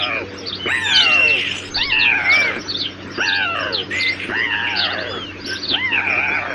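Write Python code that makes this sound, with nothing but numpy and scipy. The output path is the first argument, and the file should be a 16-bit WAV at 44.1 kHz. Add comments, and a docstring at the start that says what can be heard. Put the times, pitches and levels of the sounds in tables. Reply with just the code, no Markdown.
"""A stork nest beside a pond, heard from one microphone above it. A chick begs in long rasping mews
that leap up and sink into a rattle: a reedy tone from the syrinx rings in chest, throat and open bill.
Its siblings whine in trembling whistles and hiss with breath alone. A sparrow chirps close by, two
shrill squeaks are probably a chick's, and small birds peep further off. Behind them lie a dark bed
of noise, a low hum, one soft far note and a few gusts on the microphone."""
import sys
import numpy as np
from scipy import signal
from scipy.fft import rfft, irfft, next_fast_len
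from scipy.io import wavfile
from scipy.ndimage import uniform_filter1d

SR = 44100
rng = np.random.default_rng(int(sys.argv[2]) if len(sys.argv) > 2 else 0)


def int16_out(signal):
    """Quantize to a 16-bit WAV file."""
    q = np.round(np.clip(np.atleast_2d(signal).T, -1, 1) * 32767)
    wavfile.write(sys.argv[1], SR, q.astype(np.int16))


N = 288414


def gain_of(db):
    """Decibels to amplitude."""
    return 10 ** (np.asarray(db) / 20)


def unit_rms(x):
    """Scales to rms 1."""
    return x / np.sqrt(np.mean(x ** 2) + 1e-20)


def levelled(x, samples=1800):
    """Rides the running rms to 1 and keeps the fast flutter."""
    power = uniform_filter1d(uniform_filter1d(x ** 2, samples), samples // 2)
    return x / np.sqrt(abs(power) + 1e-12)


def faded(x, samples=300):
    """Softens both ends."""
    k = np.arange(len(x))
    return x * np.minimum(np.minimum(k, k[::-1]) / samples, 1)


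def add(bus, start_s, sound):
    """Mixes a sound in at its start time."""
    start = round(start_s * SR)
    sound = sound[max(-start, 0):]
    part = bus[max(start, 0):][:len(sound)]
    part += sound[:len(part)]


def curves(rows):
    """Sample times, then each further column with its breakpoints joined by straight lines."""
    times_s, *columns = np.transpose(rows)
    t = np.arange(times_s[0], times_s[-1], 1 / SR)
    return [t] + [np.interp(t, times_s, column) for column in columns]


def from_peak(t, peak_at):
    """Distance from a peak placed at 0-1 of the length: 1 at both ends, 0 at the peak."""
    peak_s = np.clip(peak_at, .02, .98) * t[-1]
    return abs(np.interp(t, [0, peak_s, t[-1]], [-1, 0, 1]))


def swell(t, loudest_at, depth_db):
    """A level in dB that rises to 0 at the loudest place (0-1) and falls again."""
    return -depth_db * from_peak(t, loudest_at) ** 0.99


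def wander(rate_hz, n):
    """Smooth random motion up to about the given rate."""
    size = next_fast_len(n + SR // 4)
    hz = np.fft.rfftfreq(size, 1 / SR)
    spectrum = rfft(rng.standard_normal(size)) / (1 + (hz / rate_hz) ** 4)
    return unit_rms(irfft(spectrum, size))[:n]


def shaped_noise(eq, n):
    """Noise through an EQ curve of (freq_hz, level_db) points."""
    points_hz, points_db = np.transpose(eq)
    hz = np.fft.rfftfreq(n, 1 / SR)
    eq_db = np.interp(np.log(hz + 1), np.log(points_hz), points_db)
    return unit_rms(irfft(rfft(rng.standard_normal(n)) * gain_of(eq_db), n))


def patchy(x, depth_db):
    """Lets narrow patches of a noise swell and fade, most in the treble."""
    hz, _, spectra = signal.stft(x, SR, nperseg=1024, noverlap=768)
    patches = uniform_filter1d(rng.standard_normal(spectra.shape), size=6, axis=0)
    patches = unit_rms(uniform_filter1d(patches, size=7, axis=1))
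    treble_weight = np.minimum(0.5 + hz / 6000, 1)[:, None]
    spectra *= gain_of(depth_db * patches * treble_weight)
    return unit_rms(signal.istft(spectra, SR, nperseg=1024, noverlap=768)[1][:len(x)])


def resonate(x, centre_hz, width_hz, order=3):
    """A steep resonance whose centre may glide."""
    carrier = np.exp(2j * np.pi * np.cumsum(centre_hz * np.ones(len(x))) / SR)
    pole = np.exp(-np.pi * width_hz / SR)
    baseband = x / carrier
    for _ in range(order):
        baseband = signal.lfilter([1 - pole], [1, -pole], baseband)
    return 2 * (carrier * baseband).real


def outdoors(x, wet_db, t60_s):
    """Adds scattered echoes from the ground, the nest and nearby walls, about 700 a second."""
    t = np.arange(SR // 2) / SR
    taps = rng.choice([-1., 1.], len(t)) * (rng.random(len(t)) < 700 / SR)
    taps *= (t > .002) * gain_of(-60 * t / t60_s)
    return x + gain_of(wet_db) * signal.fftconvolve(x, taps / np.linalg.norm(taps))[:N]


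# Early reflections of the chirps and peeps: delay_s, relative_db
NEAR_BOUNCES = [(.0045, -12.5), (.0099, -12), (0.018, -18)]
def with_bounces(x):
    """Near surfaces repeat each chirp and peep."""
    return x + sum(gain_of(db) * np.pad(x, (round(s * SR), 0))[:N] for s, db in NEAR_BOUNCES)


# EQ of the noise bed: freq_hz, relative_db
BED_EQ = [(20, -22), (45, -11.5), (70, -3), (130, -2.5), (200, -1.5), (330, 5), (500, -0.5), (800, -11),
          (1500, -4.5), (3000, -12), (4500, -18), (6600, -30), (7800, -60.5), (12000, -54.5), (15500, -59)]
def noise_bed():
    """A dark bed of background noise with a faint, watery, processed warble in the treble."""
    return gain_of(-33.5) * patchy(shaped_noise(BED_EQ, N), depth_db=4.5)


# Harmonics of the hum: pitch_hz, level_db
HUM_PARTIALS = [(95.7, -42.5), (191.6, -47.5), (287.3, -43)]
def hum():
    """A low drone whose partials each waver in level and pitch."""
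    drone = np.zeros(N)
    for pitch_hz, level_db in HUM_PARTIALS:
        level = gain_of(level_db + 1.8 * wander(15, N))
        hz = pitch_hz * (1 + 0.00614 * wander(3.51, N))
        drone += level * unit_rms(np.sin(2 * np.pi * np.cumsum(hz) / SR))
    return drone


# Bumps of wind: centre_s, half_length_s, level_db
WIND_GUSTS = [(1.85, 0.13, -37), (2.214, 0.096, -53), (5.349, 0.18, -52)]
def wind():
    """Soft gusts rumble on the microphone."""
    t = np.arange(N) / SR
    rumble_eq = [(10, -6), (30, -6), (50, -8.5), (120, -29), (500, -75.5)]
    envelope = sum(gain_of(db) / (1 + ((t - s) / half_s) ** 4) for s, half_s, db in WIND_GUSTS)
    return shaped_noise(rumble_eq, N) * envelope


# Contour of the far note, before its much louder echoes: time_s, pitch_hz, dry_level_db
FAR_NOTE_CURVE = [(.22, 488, -55.5), (.36, 490, -56.5), (.47, 463, -55.5)]
def far_note():
    """A soft, low, nearly pure note far away."""
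    return whine(curves(FAR_NOTE_CURVE), overtone_db=-35)


# Small birds further off: centre_s, pitch_hz, level_db
BIRD_PEEPS = [(.04, 5140, -34), (1.662, 5150, -41), (1.725, 6410, -41), (1.795, 5610, -43),
              (1.88, 5240, -34.5), (2.26, 5420, -38.5), (2.665, 5940, -41), (2.745, 5400, -45.5),
              (2.79, 6100, -51), (2.921, 5500, -48.5), (3.04, 5600, -53), (3.166, 4820, -38),
              (3.215, 5600, -38), (3.25, 5900, -38.5), (3.436, 3810, -36.5), (3.84, 5100, -46),
              (4.13, 5480, -40.5), (4.39, 4940, -39.5), (5.11, 4970, -40), (5.42, 4790, -42),
              (5.61, 5830, -44.5), (5.861, 5370, -46.5), (6.181, 5560, -54), (6.29, 5500, -46),
              (6.36, 4906, -45), (6.52, 5630, -49)]
def peep(centre_s, pitch_hz, level_db, length_s=.05, droop=0.056, quiver=0.016):
    """A thin, quivering arch of a whistle."""
    position = np.linspace(-1, 1, round(length_s * SR))
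    hz = pitch_hz * (1 - droop * position ** 2 + quiver * wander(250, len(position)))
    tone = np.cos(np.pi * position / 2) * np.sin(2 * np.pi * np.cumsum(hz) / SR)
    return centre_s - length_s / 2, gain_of(level_db) * unit_rms(tone)


# Contour of each sweep: from_middle_s, pitch_hz, relative_db
# The "lisp" entry is the thin rising overtone at the start of the tip note.
CHIRP_SWEEPS = { "arch": [(-.028, 3643, -21.5), (-.019, 4305, -8.5), (-.008, 4605, -2), (.003, 4590, 2),
                (.009, 4200, -3.5), (.017, 3590, 0), (.026, 3500, -22.5)], "rise": [(-.03, 3080, -25.5),
                (-.014, 3516, 8.5), (0, 4040, 1), (.012, 4533, 2), (.026, 4630, 0), (.04, 4710, -21)],
                "fall": [(-.024, 4550, -9.5), (-.008, 4410, 6.5), (.012, 3695, 4), (.03, 3360, 1.5),
                (.05, 3107, 8), (.062, 2930, 1), (.078, 2750, -16.5)], "tip": [(-.035, 3790, -18.5),
                (-.02, 5200, 1), (-.008, 5505, 10), (.012, 5450, 6.5), (.028, 4700, 1.5)],
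                "loop": [(-.04, 3750, -14), (-.022, 4680, 4), (-.012, 5610, -2), (.006, 5450, -2.5),
                (.025, 5000, 3.5), (.04, 3800, -20)], "lisp": [(-.022, 7400, -16.5), (-.005, 8300, -27),
                (.008, 9700, -48), (.022, 10900, -36)]}
# Sweeps in each phrase: offset_s, sweep, relative_db
# The "twitter" entry is a shrill squeak with a bright overtone near 11 kHz, probably a chick's.
CHIRP_PHRASES = {"chirrup": [(0, "arch", 2), (.061, "rise", -5)], "slur": [(0, "fall", -0.5)],
                 "twitter": [(0, "loop", 0), (.059, "tip", -10.5), (.092, "rise", -7.5)],
                 "tick": [(-.03, "lisp", 12), (0, "tip", 5)], "chip": [(0.006, "arch", -2)],
                 "tweet": [(0.0019, "rise", 8.5)]}
# Cues for the sparrow's chirps and the two squeaks: time_s, phrase, level_db, buzz_0_to_1
CHIRP_CUES = [(-.015, "slur", -26, 0.86), (0.392, "tick", -50, 0.2), (0.484, "tick", -57, 0.4),
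              (0.483, "chirrup", -26, 0.33), (0.958, "chirrup", -18, 0.38), (1.116, "tweet", -41, 0.82),
              (1.294, "slur", -35.5, 0.6), (1.765, "chirrup", -20, 0.35), (1.914, "tweet", -42, .8),
              (2.011, "slur", -27.5, 0.5), (2.315, "slur", -31.5, 0.49), (2.342, "twitter", -28, 0.13),
              (2.61, "tick", -49, 0.24), (2.701, "chirrup", -24, 0.13), (2.809, "slur", -27.5, 0.5),
              (2.807, "chip", -27, 0.92), (3.125, "tick", -53, 0.34), (3.28, "chirrup", -22, 0.3),
              (3.615, "tick", -48.5, 0), (3.747, "slur", -25.5, 0.61), (4.018, "chirrup", -23.5, 0.57),
              (4.712, "tick", -56.5, 0.3), (4.775, "chirrup", -25, 0.82), (4.804, "slur", -24.5, 0.8),
              (4.916, "tweet", -43, 0.36), (4.997, "tweet", -45.5, 0.16), (5.481, "twitter", -29, 0.27),
              (5.633, "chip", -23.5, 0.5), (5.697, "slur", -24.5, 0.78), (6.116, "tick", -53, 0.1)]
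def chirp(middle_s, sweep, level_db, buzz, overtone_db, buzz_hz=240, swing=0.073):
    """A fast sweep; a buzz shakes it and brings in a lower voice from the other side of the syrinx."""
    t, hz, contour_db = curves(CHIRP_SWEEPS[sweep])
    n = len(t)
    shake = np.sin(2 * np.pi * np.cumsum(buzz_hz * (1 + .3 * wander(80, n))) / SR)
    phase = 2 * np.pi * np.cumsum(hz * (1 + swing * buzz * shake + 0.023 * wander(300, n))) / SR
    octave = gain_of(overtone_db) * np.minimum(hz / 5500, 1) ** 18 * np.sin(2 * phase)  # top notes only
    second_voice = gain_of(-15.5) * np.sqrt(buzz) * wander(230, n) * np.sin(.8 * phase)
    flutter = gain_of(2.6 * wander(100, n))
    tone = unit_rms((np.sin(phase) + octave + second_voice) * flutter)
    return middle_s + t[0], faded(gain_of(level_db + contour_db) * tone, samples=100)


# EQ of breath passing the bill: freq_hz, relative_db
BILL_EQ = [(3500, -33), (5000, 7.5), (6200, -3.5), (8000, -3), (9500, -13), (11000, -8.5), (12300, -36),
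           (15500, -31.5)]
# The siblings' hisses: start_s, length_s, loudest_at_0_to_1, throat_db, throat_hz, throat_width_hz,
# bill_db, first_bill_hz, last_bill_hz
SIBLING_HISSES = [(0.692, 0.16, 0.53, -28, 2600, 1020, -38, 8440, 9200),
                  (0.799, 0.58, 0.3, -27, 2950, 980, -40, 6150, 5630),
                  (1.333, .23, 0.18, -18, 2767, 1420, -38.5, 4950, 5740),
                  (1.487, 0.21, 0.35, -29.5, 2860, 1496, -35.5, 5700, 7600),
                  (2.126, 0.45, 0.88, -30.5, 2760, 1790, -47, 5360, 5340),
                  (2.288, 0.2, 0.2, -45, 2730, 1200, -49, 5400, 5400),
                  (3.901, 0.21, 0.2, -23, 2420, 1780, -39.5, 6660, 5940),
                  (3.898, .17, 0.5, -48, 2400, 1830, -51, 9800, 10700),
                  (4.109, 0.21, 0.59, -27, 2400, 1840, -49.5, 7900, 9800),
                  (4.66, 0.13, 0.12, -22.5, 2470, 1172, -64, 6050, 6060),
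                  (5.448, 0.14, 0.36, -31, 3010, 1200, -50, 5300, 5370)]
def hiss(start_s, length_s, loudest_at, throat_db, throat_hz, width_hz, bill_db, first_hz, last_hz):
    """Voiceless, crackly breath through a small throat and past the moving bill."""
    t = np.arange(0, length_s, 1 / SR)
    n = len(t)
    crackle = unit_rms(gain_of(2.1 * wander(82, n)))
    throat = unit_rms(resonate(rng.standard_normal(n), throat_hz, width_hz, order=4))
    edge = unit_rms(resonate(rng.standard_normal(n), np.linspace(first_hz, last_hz, n), width_hz=1500))
    bill = patchy(edge + 0.48 * shaped_noise(BILL_EQ, n), depth_db=9.5)
    breath = gain_of(throat_db) * throat + gain_of(bill_db) * bill
    return start_s, faded(gain_of(swell(t, loudest_at, depth_db=10.5)) * crackle * breath)


# Contour of a sibling's long, sinking squeal: time_s, pitch_hz, level_db
SQUEAL_CURVE = [(0.675, 3510, -47), (0.695, 3820, -31.5), (0.81, 3880, -41), (.86, 3614, -24.5),
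                (0.9, 3590, -22), (0.959, 3038, -14), (1.007, 3010, -16), (1.043, 2810, -17),
                (1.185, 2713, -15), (1.239, 2758, -13.5), (1.293, 2653, -16), (1.323, 2767, -14),
                (1.37, 2640, -21)]
def whine(gesture, overtone_db, husk_db=-30, flutter=0.069, jitter=0.0066):
    """A trembling whistle with overtones and a husk of turbulence around the tone."""
    t, hz, level_db = gesture
    n = len(t)
    phase = 2 * np.pi * np.cumsum(hz * (1 + jitter * wander(73, n) + .005 * wander(25, n))) / SR
    overtones = gain_of(overtone_db) * (np.sin(2 * phase) + gain_of(-18) * np.sin(3 * phase))
    overtones *= 1 + 0.22 * wander(200, n)
    overtones *= (hz / hz.max()) ** 5.94  # the higher the voice strains, the brighter the tone
    husk = gain_of(husk_db) * unit_rms(resonate(rng.standard_normal(n), hz, width_hz=380))
    tremble = 1 + flutter * wander(110, n)
    return t[0], faded(gain_of(level_db) * unit_rms((np.sin(phase) + overtones + husk) * tremble))


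# The siblings' short whines: start_s, length_s, first_hz, turn_hz, last_hz, turn_at_0_to_1,
# level_db, loudest_at_0_to_1, swell_db, overtone_db, husk_db
SIBLING_WHINES = [(0.588, 0.1, 2990, 3025, 2900, 0.38, -23.5, 1, 9, -32, -8),
                  (1.387, .14, 2030, 2047, 1610, .1, -28.5, .35, 5, -25, -6),
                  (2.25, 0.26, 1965, 2338, 1970, 0.6, -10.5, 0.25, 12, -27, -31),
                  (3.907, .23, 1770, 2055, 2068, 0.39, -16, 0.86, 9, -30, -15.5),
                  (5.052, 0.27, 3028, 3430, 2560, 0.17, -30, 0.6, 6, -24.5, -19),
                  (5.106, .13, 1275, 1333, 1286, 0.36, -30, 0.04, 8, -26, -1),
                  (5.473, 0.11, 1502, 1562, 1590, 0.61, -23.5, 0.53, 16, -16, -12),
                  (6.3, 0.07, 3280, 3480, 3554, 0.82, -34.5, 0.31, 20, -31, -39),
                  (6.452, 0.17, 3230, 3240, 3180, 0.54, -38, 0.6, 6, -32, -20)]
def short_whine(start_s, length_s, first_hz, turn_hz, last_hz, turn_at,
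                level_db, loudest_at, swell_db, overtone_db, husk_db):
    """A small chick's whistle rounds through one bend of pitch while it swells and fades."""
    t = np.arange(0, length_s, 1 / SR)
    end_hz = np.where(t < turn_at * t[-1], first_hz, last_hz)
    hz = turn_hz + (end_hz - turn_hz) * from_peak(t, turn_at) ** 2
    envelope_db = level_db + swell(t, loudest_at, swell_db)
    return whine((start_s + t, hz, envelope_db), overtone_db, husk_db)


# Grunts at the head or tail of a begging call: start_s, length_s, chest_hz, level_db
CHICK_GRUNTS = [(0.214, 0.021, 400, -40), (0.656, 0.021, 363, -22.5), (2.563, 0.031, 320, -28.5),
                (3.177, 0.016, 334, -24.5), (4.288, 0.022, 318, -24.5), (5.154, 0.033, 340.3, -30),
                (5.709, 0.02, 322, -26.5)]
def grunt(start_s, length_s, chest_hz, level_db, beat_hz=120, click_decay_s=.0015):
    """A few slack beats of the syrinx thump in the chest and click in the throat."""
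    n = round(length_s * SR)
    beats = np.diff(np.floor(np.arange(n) * beat_hz / SR + .8), prepend=0)
    bursts = signal.lfilter([1], [1, -np.exp(-1 / (click_decay_s * SR))], beats) * rng.standard_normal(n)
    thumps = unit_rms(resonate(beats, chest_hz, width_hz=300))
    clicks = gain_of(-8) * unit_rms(resonate(bursts, 1400, width_hz=1600, order=4))
    return start_s, faded(gain_of(level_db) * (thumps + clicks), samples=150)


# Body of the fundamental, thinning at the top of the range: pitch_hz, level_db
CHEST_LEVELS = [(330, -33), (450, -30), (820, -31), (960, -35.5), (1150, -37)]
# One contour a call, typically a low start, a leap to a squeal, a rasp and a sinking rattle:
# time_s, pitch_hz, roughness_0_to_1, throat_db, bill_db
CALL_CURVES = [
    [(-.02, 675.6, 0.52, -33.5, -29.5), (.1, 602.6, 0.53, -28, -26), (.16, 570, 0.57, -29.5, -22.5),
     (.22, 450.6, 0.45, -37, -34), (.25, 346, 0.2, -62, -58)],
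    [(.657, 332.5, 0.9, -35, -31), (.675, 353.6, 0.62, -36, -23), (.681, 583, 0.33, -28.5, -22.5),
     (.72, 908, 0.18, -20, -21), (.75, 940, .45, -17.5, -55), (.81, 940, 0.27, -26, -44),
     (.855, 872, 0.07, -20.5, -32), (.875, 838, 0.57, -23.5, -24), (.99, 760, 0.59, -23, -26),
     (1.05, 676, 0.47, -25, -25.5), (1.14, 633, 0.44, -28, -31.5), (1.19, 532, 0.55, -28, -34),
     (1.3, 454.4, 0.36, -38.5, -30.5), (1.41, 338.7, .4, -59, -44)],
    [(1.76, 630.5, 0.4, -33, -45), (1.78, 830, 0.25, -29.5, -30), (1.82, 954, 0.1, -26, -19),
     (1.855, 1153, .04, -27.5, -36), (1.895, 1081, 0.09, -23.5, -38), (1.925, 910, 0.21, -27.5, -14.5),
     (2.01, 900, 0.32, -25, -17), (2.07, 846, 0.38, -28.5, -13.5), (2.11, 827, 0.47, -25.5, -15.5),
     (2.14, 735, 0.43, -24.5, -18.5), (2.16, 825, 0.08, -21.5, -21), (2.2, 729.6, 0.58, -24.5, -23.5),
     (2.29, 703, 0.61, -25.5, -26.5), (2.4, 587, 0.66, -26, -37), (2.47, 470.4, 0.75, -25, -34),
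     (2.59, 333, 0.74, -31, -33.5), (2.612, 293, 0.43, -54, -53)],
    [(3.175, 324, 0.5, -22, -34), (3.192, 332, 0.67, -34, -33), (3.2, 668, 0.06, -26.5, -38),
     (3.207, 728, 0.12, -14, -23), (3.245, 879, 0.3, -27, -21.5), (3.29, 809, 0.4, -18, -29),
     (3.34, 829, 0.21, -22, -26.5), (3.44, 783, 0.25, -21, -22.5), (3.47, 692, 0.1, -22.5, -26.5),
     (3.54, 670, 0.11, -27, -29), (3.56, 581.5, 0.63, -25, -26.5), (3.66, 541, 0.61, -24.5, -29),
     (3.74, 446.6, 0.49, -32.5, -37), (3.84, 360, 0.42, -47, -55)],
    [(4.29, 323, 0.5, -35, -34), (4.315, 359, 0.5, -25, -41), (4.323, 710, 0.2, -22.5, -42),
     (4.36, 873, .55, -20.5, -29), (4.445, 1020, 0.38, -18.5, -30), (4.49, 950, 0.11, -27, -30),
     (4.54, 845, 0.5, -20, -21), (4.58, 869, 0.34, -23.5, -29), (4.66, 854, 0.41, -22.5, -24.5),
     (4.7, 836, .4, -33, -28), (4.73, 795, 0.43, -27.5, -27.5), (4.82, 719, 0.41, -25, -28),
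     (4.875, 629.6, 0.61, -26.5, -36), (4.915, 711, 0.56, -26, -27.5), (4.96, 554, 0.72, -26, -34.5),
     (5.08, 492.3, 0.42, -31, -35.5), (5.195, 320.8, 0.51, -60, -45)],
    [(5.71, 318.4, 0.5, -45, -46), (5.73, 363, 0.5, -41, -42), (5.738, 643, 0.3, -28.5, -42),
     (5.795, 975, 0.05, -27.5, -29), (5.85, 1070, 0.1, -17, -41), (5.908, 924, .08, -27, -38),
     (5.932, 901, 0.42, -28.5, -14), (5.975, 829, 0.51, -23.5, -17), (6.005, 691.4, .55, -25.5, -20),
     (6.025, 836.4, 0.31, -27, -32), (6.07, 762, 0.53, -29, -19), (6.15, 597.4, 0.54, -28.5, -19),
     (6.24, 751.6, 0.56, -28, -20.5), (6.37, 729.7, 0.54, -24, -22.5), (6.41, 609.5, 0.64, -31, -22.5),
     (6.45, 597, 0.75, -27.5, -40.5), (6.56, 465, 0.47, -27.5, -29)],
]
# Voice colour of each call: rattle_hz, rasp_0_to_1, throat_hz, bill_hz
CALL_VOICES = [(115.2, 0.3, 1440, 2440), (132, 0.25, 1410, 2070), (119.8, 0.71, 1580, 2250),
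               (95.8, 0.06, 1475, 2793), (112.4, 0.55, 1670, 2830), (138.3, 0.9, 1530, 2376)]
def begging_call(gesture, rattle_hz, rasp, throat_hz, bill_hz):
    """A reedy tone, shaken by a rattle in the syrinx, rings in the chest, throat and open bill."""
    t, hz, rough, throat_db, bill_db = gesture
    n = len(t)
    rattle_rate = rattle_hz * (1 + .05 * wander(14, n) + .45 * rough ** 3 * wander(90, n))
    rattle_cycles = np.cumsum(rattle_rate) / SR
    beat = np.cos(2 * np.pi * rattle_cycles)
    depth = np.clip(4 * (rough - .06), 0, 1)
    pulse = (1 + .6 * depth * beat) * gain_of(5 * rough ** 2 * wander(70, n))

    bend = .07 * depth * (beat - .4)  # each beat lifts the pitch, which splits the harmonics
    waver = (.005 + .016 * depth) * wander(17, n)
    jitter = .13 * rough ** 3 * wander(138.6, n)
    cycles = np.cumsum(hz * (1 + bend + jitter + waver)) / SR
    reed = unit_rms(sum(np.cos(2 * np.pi * k * cycles) for k in range(1, 10)))
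    air_share = rasp * rough ** 2
    air = rng.standard_normal(n) * pulse
    syrinx = np.sqrt(1 - air_share) * reed * pulse + 2 * np.sqrt(air_share) * air

    side_tone = .22 * depth * np.cos(2 * np.pi * (cycles + rattle_cycles))  # just above the pitch
    chest = levelled(resonate(syrinx + side_tone, (1 + 0.24 * rough) * hz, width_hz=600))
    chest_db = np.interp(hz, *np.transpose(CHEST_LEVELS))
    throat = levelled(resonate(syrinx, np.maximum(throat_hz, 2.01 * hz), width_hz=900, order=4))
    fizz = gain_of(-30) * rough * unit_rms(resonate(air, 5500, width_hz=1800))

    gape_hz = np.maximum(bill_hz * (1 + .022 * wander(20, n)), 3.02 * hz)
    puffs = np.diff(np.floor(rattle_cycles + .5), prepend=0)  # air escapes between the beats
    puffs += .05 * rough * rng.standard_normal(n) * (1 - beat) / 2
    puff_share = np.clip(1.5 * rough, 0, .75)
    voiced_ring = levelled(resonate(syrinx, gape_hz, width_hz=1000, order=6))
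    puffed_ring = levelled(resonate(puffs, gape_hz, width_hz=560, order=6))
    bill = np.sqrt(1 - puff_share) * voiced_ring + np.sqrt(puff_share) * puffed_ring

    call = gain_of(chest_db) * chest + gain_of(throat_db) * (throat + fizz) + gain_of(bill_db) * bill
    return t[0], faded(call, samples=130)


def scene():
    """Chicks, chirps and far note, each with its echoes, over the bed; both channels alike."""
    chicks, chirps, far = np.zeros((3, N))
    for contour, voice in zip(CALL_CURVES, CALL_VOICES):
        add(chicks, *begging_call(curves(contour), *voice))
    for row in CHICK_GRUNTS:
        add(chicks, *grunt(*row))
    add(chicks, *whine(curves(SQUEAL_CURVE), overtone_db=-9, husk_db=-13, flutter=0.18, jitter=0.009))
    for row in SIBLING_WHINES:
        add(chicks, *short_whine(*row))
    for row in SIBLING_HISSES:
        add(chicks, *hiss(*row))
    for time_s, phrase, level_db, buzz in CHIRP_CUES:
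        overtone_db = -19 if phrase == "twitter" else -30.5  # only the two squeaks are shrill
        for offset_s, sweep, step_db in CHIRP_PHRASES[phrase]:
            add(chirps, *chirp(time_s + offset_s, sweep, level_db + step_db, buzz, overtone_db))
    for row in BIRD_PEEPS:
        add(chirps, *peep(*row))
    add(far, *far_note())
    mono = outdoors(chicks, wet_db=-11, t60_s=.12)
    mono += outdoors(with_bounces(chirps), wet_db=-7.5, t60_s=0.19)
    mono += outdoors(far, wet_db=18, t60_s=0.062)
    mono += noise_bed() + hum() + wind()
    return np.array([mono, mono])


def record(dry):
    """The recorder's band limit: a steep low-pass at 15750 Hz."""
    lowpass = signal.firwin(511, 15750, window=("kaiser", 9), fs=SR)
    return signal.oaconvolve(dry, lowpass[None], "same")


dry = scene()
out = record(dry)
int16_out(out)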